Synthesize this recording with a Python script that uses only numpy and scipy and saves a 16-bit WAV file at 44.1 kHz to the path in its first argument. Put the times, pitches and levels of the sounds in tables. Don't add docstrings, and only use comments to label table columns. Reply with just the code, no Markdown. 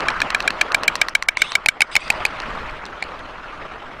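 import sys
import numpy as np
from scipy import signal
from scipy.io import wavfile
from scipy.ndimage import uniform_filter1d

SR = 44100
rng = np.random.default_rng(int(sys.argv[2]) if len(sys.argv) > 2 else 0)


def generate_wav(sig):
    pcm = np.round(np.clip(np.atleast_2d(sig).T, -1, 1) * 32767).astype(np.int16)
    wavfile.write(sys.argv[1], SR, pcm)


def field_ratio(decibels):
    return 10 ** (np.asarray(decibels, dtype=float) / 20)


N = 176400

SNAP_HZ, SNAP_T60 = 4200, 0.0035
CRACK_T60 = 0.008
CEILING, FLOOR_LIMIT = 0.78, 0.45


def evened(x):
    return x / np.sqrt(np.mean(x ** 2) + 1e-20)


def read(points, hz):
    f, value = np.transpose(points)
    return np.interp(np.log(hz + 1), np.log(f + 1), value)


def add(mix, s, sound):
    part = mix[round(s * SR):][:len(sound)]
    part += sound[:len(part)]


def resonate(x, hz, width):
    turn = np.exp(2j * np.pi * np.cumsum(hz * np.ones(len(x))) / SR)
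    r = np.exp(-np.pi * width / SR)
    return 2 * (turn * signal.lfilter([1 - r], [1, -r], x / turn)).real


def ring(modes, hz, rise_s, glide, glide_s, grip_s):
    detune, linger_db = 0.012, -27
    t = np.arange(2048) / SR
    turns = hz * (t - glide * glide_s * (1 - np.exp(-t / glide_s)))
    tones = 0
    for ratio, db, t60 in modes:
        off = 1 + detune * rng.standard_normal() * (ratio != 1)
        tones = tones + field_ratio(db - 60 * t / t60) * np.sin(2 * np.pi * ratio * off * turns)
    grip = np.exp(-(t / grip_s) ** 3) + field_ratio(linger_db)
    return (1 - np.exp(-t / rise_s)) * grip * tones


def crack(db, t60, top_hz=8000):
    rise_s = 0.00085
    t = np.arange(2048) / SR
    bright = np.diff(rng.standard_normal(2049))
    noisy = signal.lfilter(*signal.butter(4, top_hz, fs=SR), bright)
    return (1 - np.exp(-t / rise_s)) * field_ratio(db - 60 * t / t60) * evened(noisy)


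def knock(hz, db, t60):
    touch_s = 0.00015
    t = np.arange(2048) / SR
    return (1 - np.exp(-t / touch_s)) * field_ratio(db - 60 * t / t60) * np.sin(2 * np.pi * hz * t)


def near_bird():
    # (time [s], clap level [dB], throat pitch [Hz], low tone level [dB])
    near_claps = [(0.0841, -7, 2430, 3.5), (0.217, -6, 2495, 2), (0.3468, -4.5, 2450, 2.5),
                  (0.4769, -2, 2444, 0.5), (0.6127, 0.5, 2430, -1.5), (0.7454, 2.5, 2400, -1.5),
                  (0.8792, 5, 2394, -5.5), (1.0147, 3.5, 2370, -3.5), (1.151, 3.5, 2343, -3.5),
                  (1.286, 2, 2347, -4.5), (1.4183, 4, 2320, -5.5), (1.553, 3, 2312, -7.5),
                  (1.6857, 4.5, 2320, -4.5), (1.818, 4.5, 2305, -7), (1.9639, 3, 2277, -10.5)]
    # (ratio to throat pitch, level [dB], t60 [s])
    near_modes = [
        (1, 3.5, 0.016),
        (1.35, -6.5, 0.015),
        (1.64, -5, 0.013),
        (2.02, -0.5, 0.0056),
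        (2.36, -6.5, 0.011),
        (2.7, -9.5, 0.006),
        (3.3, 7.5, 0.0018),
    ]
    drive_db, crack_db = 7.5, -15
    out = np.zeros(N)
    for s, db, hz, low_db in near_claps:
        low = (0.7003, low_db, 0.017)
        thud = (0.306, -13.5 - 4.5 * s, 0.018)
        body = ring(near_modes + [low, thud], hz, rise_s=0.0025, glide=0.14, glide_s=0.002, grip_s=0.012)
        contact = crack(0, CRACK_T60) + knock(SNAP_HZ, 0, SNAP_T60)
        add(out, s, field_ratio(db + drive_db) * (body + field_ratio(crack_db) * contact))
    return out


def turning_bird():
    # (time [s], level [dB], bill pitch [Hz], bill level [dB], throat level [dB])
    snaps = [(0.0054, -15.5, 1690, 3, -4), (0.1036, -15.5, 2080, -1, -8), (0.2037, -10, 1720, 0, -7),
             (0.304, -10, 1840, 0.5, -2), (0.404, -11.5, 1740, 1.5, 2.5), (0.5052, -11, 1760, 1.5, -1),
             (0.611, -15, 1710, 0, 6), (0.7198, -12.5, 1790, 0, -3), (0.8344, -9.5, 1860, -2.5, -5),
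             (0.955, -6, 1880, -3.5, -8.5), (1.0852, -8.5, 1880, 1.5, -12), (1.2249, -9, 2030, 4.5, -11),
             (1.5196, -11.5, 1900, -4, -6), (2.4018, -16, 1900, -3, -4), (2.8544, -20, 1770, -14, -13)]
    # (time [s], level [dB], throat pitch [Hz], knock pitch [Hz], knock level [dB])
    facing_claps = [
        (1.3708, -5, 2360, 1016, -8.5),
        (1.66, 2.5, 2624, 860, -12.5),
        (1.8062, 1.5, 2690, 847, -12.5),
        (1.9537, 1.5, 2650, 850, -13),
        (2.102, 6.5, 2665, 830, -15),
        (2.2518, 2, 2600, 880, -13.5),
        (3.0249, -8.5, 2434, 800, -10.5),
    ]
    # (time [s], level [dB], pitch [Hz])
    taps = [(0.0204, -40, 3600), (0.094, -33, 7000), (0.227, -33, 6450), (0.310, -36, 5000),
            (0.357, -40, 7000), (0.4253, -22, 4200), (0.511, -39, 6500), (0.7265, -32, 6500),
            (0.841, -25, 5300), (0.9619, -22, 5050), (0.966, -34, 5300), (1.094, -25, 5500),
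            (1.098, -37, 5500), (1.2344, -30, 6000), (1.382, -32, 6000), (1.5324, -40, 6500),
            (1.541, -40, 4500), (1.674, -16, 4600), (2.0797, -25, 4670), (2.1248, -26, 4000),
            (2.263, -16, 4430), (2.269, -30, 4700), (2.4194, -29, 4570), (2.698, -34, 4500),
            (2.710, -33, 3300), (2.863, -27, 3630), (3.039, -25.5, 4340), (3.1924, -31.5, 3730),
            (3.7506, -56, 3750)]
    # (ratio to throat pitch, level [dB], t60 [s])
    turn_modes = [
        (1, 5.5, 0.014),
        (1.25, -7, 0.0098),
        (1.75, -8.5, 0.014),
        (2.1, -1, 0.0065),
        (2.9, -27, 0.0036),
    ]
    tip_hz, tip_t60 = 14600, 0.003
    turn_s, tip_turned_db = 1.3, -10
    soft_top_hz, hard_top_hz = 7000, 11100
    out = np.zeros(N)
    for s, db, bill_hz, bill_db, throat_db in snaps:
        snap = -knock(SNAP_HZ, 3.5, SNAP_T60) + crack(-8, CRACK_T60, soft_top_hz)
        bill = knock(bill_hz, bill_db, 0.0083) - knock(1084, -5.5, 0.016)
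        tip = knock(tip_hz, -16 + tip_turned_db * (s > turn_s), tip_t60)
        edge = knock(5900, -5, SNAP_T60)
        throat = knock(2620, throat_db, 0.013)
        add(out, s, field_ratio(db) * (snap + bill + tip + edge + throat))
    for s, db, hz, knock_hz, knock_db in facing_claps:
        body = ring(turn_modes, hz, rise_s=0.0011, glide=0.284, glide_s=0.0016, grip_s=0.0094)
        body = body + knock(knock_hz, knock_db, 0.022)
        top_hz = hard_top_hz if db > -3 else soft_top_hz
        add(out, s, field_ratio(db) * (body + crack(-8.5, CRACK_T60, top_hz)))
    for s, db, hz in taps:
        tip = knock(tip_hz, -17 + tip_turned_db * (s > turn_s), tip_t60)
        add(out, s, field_ratio(db + 5) * (knock(hz, 0, 0.005) + tip + crack(-9.5, CRACK_T60)))
    return out


def nest(x):
    level_db, low_hz, t60, delay_s = -22.5, 2600, 0.045, 0.004
    t = np.arange(4096) / SR
    tail = rng.standard_normal(4096) * field_ratio(-60 * t / t60) * np.clip(t / delay_s, 0, 1) ** 2
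    tail = signal.lfilter(*signal.butter(2, low_hz, "high", fs=SR), tail)
    limited = np.clip(x, -CEILING, CEILING)
    return field_ratio(level_db) * signal.oaconvolve(limited, tail / np.linalg.norm(tail))[:N]


def hisses():
    # (time [s], length [s], level [dB], mouth opening at start [0-1], at end [0-1], treble [dB], rise [s])
    breaths = [
        (1.35, 0.2, -35, 0, 1, 0.5, 0.049),
        (1.911, 0.045, -36, 0.36, 0.7, 3, 0.0069),
        (1.978, 0.15, -37, 0.066, 0.2, -4.5, 0.026),
        (2.121, 0.26, -45, 0.25, 0, -8, .01),
    ]
    # (pitch shut [Hz], pitch open [Hz], width [Hz], level shut [dB], level open [dB])
    hollows = [
        (1100, 1100, 200, -26, -12),
        (2100, 2300, 350, -5, -14),
        (2400, 3340, 370, -2, -6),
        (3500, 3700, 580, -7.5, -2),
        (4540, 5500, 810, -6, -17),
        (5500, 6500, 1200, -10, -22),
        (7400, 8200, 2400, -14, -17),
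    ]
    top_hz, flutter_db, edge_s = 10200, 3.2, 0.012
    low_pass = signal.butter(8, top_hz, fs=SR, output="sos")
    out = np.zeros(N)
    for s, length, db, first, last, treble_db, rise_s in breaths:
        t = np.arange(0, length, 1 / SR)
        air = rng.standard_normal(len(t))
        mouth = first + (last - first) * t / length
        slow = uniform_filter1d(rng.standard_normal((len(hollows), SR // 2)), size=700, axis=1)
        flutter = evened(slow)[:, :len(t)]
        voiced = 0
        for (shut_hz, open_hz, width, shut_db, open_db), wobble in zip(hollows, flutter):
            hz = shut_hz + (open_hz - shut_hz) * mouth
            band = evened(resonate(resonate(air, hz, width), hz, width))
            band_db = shut_db + (open_db - shut_db) * mouth + treble_db * (shut_hz > top_hz / 2)
            voiced = voiced + field_ratio(band_db + flutter_db * wobble) * band
        fade = np.clip(np.minimum(t / rise_s, (length - t) / edge_s), 0, 1)
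        add(out, s, field_ratio(db) * fade * evened(signal.sosfilt(low_pass, voiced)))
    return out


def gliding_air(rushes, width):
    out = np.zeros(N)
    for s, length, from_hz, to_hz, db in rushes:
        u = np.arange(0, 1, 1 / (length * SR))
        hz = from_hz + (to_hz - from_hz) * u
        air = rng.standard_normal(len(u))
        tone = resonate(resonate(air, hz, width), hz, width)
        add(out, s, field_ratio(db) * np.sqrt(np.sin(np.pi * u)) * evened(tone))
    return out


def hiss_streaks():
    # (time [s], length [s], from [Hz], to [Hz], level [dB])
    whistles = [
        (1.35, 0.035, 2720, 2950, -41.5),
        (1.377, 0.067, 2170, 2280, -38),
        (1.379, .04, 3500, 3550, -38),
        (1.429, .04, 2400, 2900, -34),
        (1.438, .032, 1170, 1160, -35),
        (1.464, 0.051, 3400, 3720, -34),
        (1.915, 0.052, 2880, 2860, -39),
        (1.922, 0.039, 4850, 4900, -39),
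    ]
    return gliding_air(whistles, width=270)


def twig_whooshes():
    # (time [s], length [s], from [Hz], to [Hz], level [dB])
    whooshes = [
        (.05, 0.075, 1200, 990, -27),
        (2.11, 0.051, 990, 1040, -30.5),
        (2.2, .12, 3000, 2900, -44.5),
        (2.44, .12, 1100, 1210, -41.5),
    ]
    return gliding_air(whooshes, width=600)


def noise(spectrum, size, patch_db, shared_db):
    frames, hz = 4 * N // size + 5, np.fft.rfftfreq(size, 1 / SR)
    a, b, patches = rng.standard_normal((frames, len(hz), 3)).T
    patches = uniform_filter1d(patches, size // 64, 0)
    patches = evened(uniform_filter1d(patches, size=10, axis=1))
    shared = evened(uniform_filter1d(rng.standard_normal(frames), size=3))
    level_db = read(spectrum, hz)[:, None] + patch_db * patches + shared_db * shared
    z = (a + 1j * b) * field_ratio(level_db)
    return evened(signal.istft(z, nperseg=size, noverlap=3 * size // 4)[1][:N])


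def wind():
    # (time [s], level [dB])
    roar_gusts = [(0.0, -25.5), (0.1, -26.5), (0.2, -27), (0.49, -29.5), (0.9, -30), (1.07, -31.5),
                  (1.2, -41.5), (1.53, -36.5), (1.79, -39.5), (2.02, -37.5), (2.15, -27), (2.31, -31.5),
                  (2.53, -27.5), (2.76, -34), (3.12, -33), (3.35, -35.5), (3.55, -34.5), (4.0, -35.5)]
    # (time [s], level [dB])
    rumble_gusts = [(0.0, -36), (0.26, -39.5), (0.86, -42.5), (1.15, -45), (1.88, -48), (2.09, -38),
                    (2.67, -34), (2.97, -42.5), (3.31, -40), (3.77, -44), (3.89, -41.5), (4.0, -35)]
    # (pitch [Hz], level per Hz [dB])
    roar_colour = [
        (53, -62),
        (90, -12),
        (224, -11),
        (900, -6.5),
        (1280, -3),
        (1510, -7),
        (2900, -16.5),
        (9500, -46.5),
        (16000, -64),
    ]
    # (pitch [Hz], level per Hz [dB])
    rumble_colour = [
        (15, 4),
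        (35, 3),
        (70, -10.5),
        (140, -10.5),
        (300, -25),
        (600, -52),
    ]
    t = np.arange(N) / SR
    moan = evened(resonate(rng.standard_normal(N), 625, 14))
    roar = noise(roar_colour, size=512, patch_db=2.5, shared_db=1.5) + field_ratio(-15.5) * moan
    rumble = noise(rumble_colour, size=2048, patch_db=0.5, shared_db=-1.5)
    roar_db = 0.16 + np.interp(t, *np.transpose(roar_gusts))
    rumble_db = -2.5 + np.interp(t, *np.transpose(rumble_gusts))
    return field_ratio(roar_db) * roar + field_ratio(rumble_db) * rumble


def scene():
    claps = near_bird() + turning_bird()
    birds = claps + nest(claps) + hisses() + hiss_streaks()
    return (birds + twig_whooshes() + wind())[None]


def overload(x):
    knee = 8.0
    span = round(0.002 * SR)
    bias = np.zeros_like(x)
    for _ in range(5):
        v = x - bias
        limit = np.where(v > 0, CEILING, FLOOR_LIMIT)
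        out = v / (1 + (abs(v) / limit) ** knee) ** (1 / knee)
        bias = bias + 0.79 * uniform_filter1d(uniform_filter1d(out - x, span), span)
    return out


def starve(x):
    # (start [s], end [s], from [Hz])
    treble_holes = [(.072, .081, 4200), (.322, .342, 6500), (.491, .499, 3000), (.711, .717, 4000),
                    (.730, .741, 2500), (.820, .830, 6000), (.860, .875, 3300), (.947, .952, 4500),
                    (1.026, 1.031, 5000), (1.139, 1.147, 1300), (1.240, 1.245, 4500), (1.267, 1.283, 2000),
                    (1.298, 1.306, 3500), (1.350, 1.367, 4200), (1.651, 1.656, 2000), (1.669, 1.682, 2200),
                    (2.845, 2.851, 5000), (3.008, 3.021, 7000)]
    hole_db, smear_db, smear_hz, smear_taps = -26, -19, 3200, 441
    hz, t, z = signal.stft(x, SR, nperseg=256, noverlap=224)
    hole = sum((hz[:, None] > low_hz) & (t > a) & (t < b) for a, b, low_hz in treble_holes)
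    kept = signal.istft(z * field_ratio(hole_db * hole), SR, nperseg=256, noverlap=224)[1][:, :N]
    blur = rng.standard_normal(smear_taps) * np.hanning(smear_taps)
    blur = signal.filtfilt(*signal.butter(2, smear_hz, "high", fs=SR), blur)
    smear = signal.oaconvolve(kept, blur[None] / np.linalg.norm(blur), "same")
    return kept + field_ratio(smear_db) * smear


def top_cut(x):
    return signal.sosfilt(signal.butter(12, 16990, fs=SR, output="sos"), x)


def record(dry):
    dulled = signal.lfilter(*signal.butter(1, 9900, fs=SR), overload(dry))
    band_limit = signal.firwin(127, 16250, window=("kaiser", 9), fs=SR)
    limited = signal.oaconvolve(starve(dulled), band_limit[None], "same")
    return top_cut(limited)


dry = scene()
out = record(dry)
generate_wav(out)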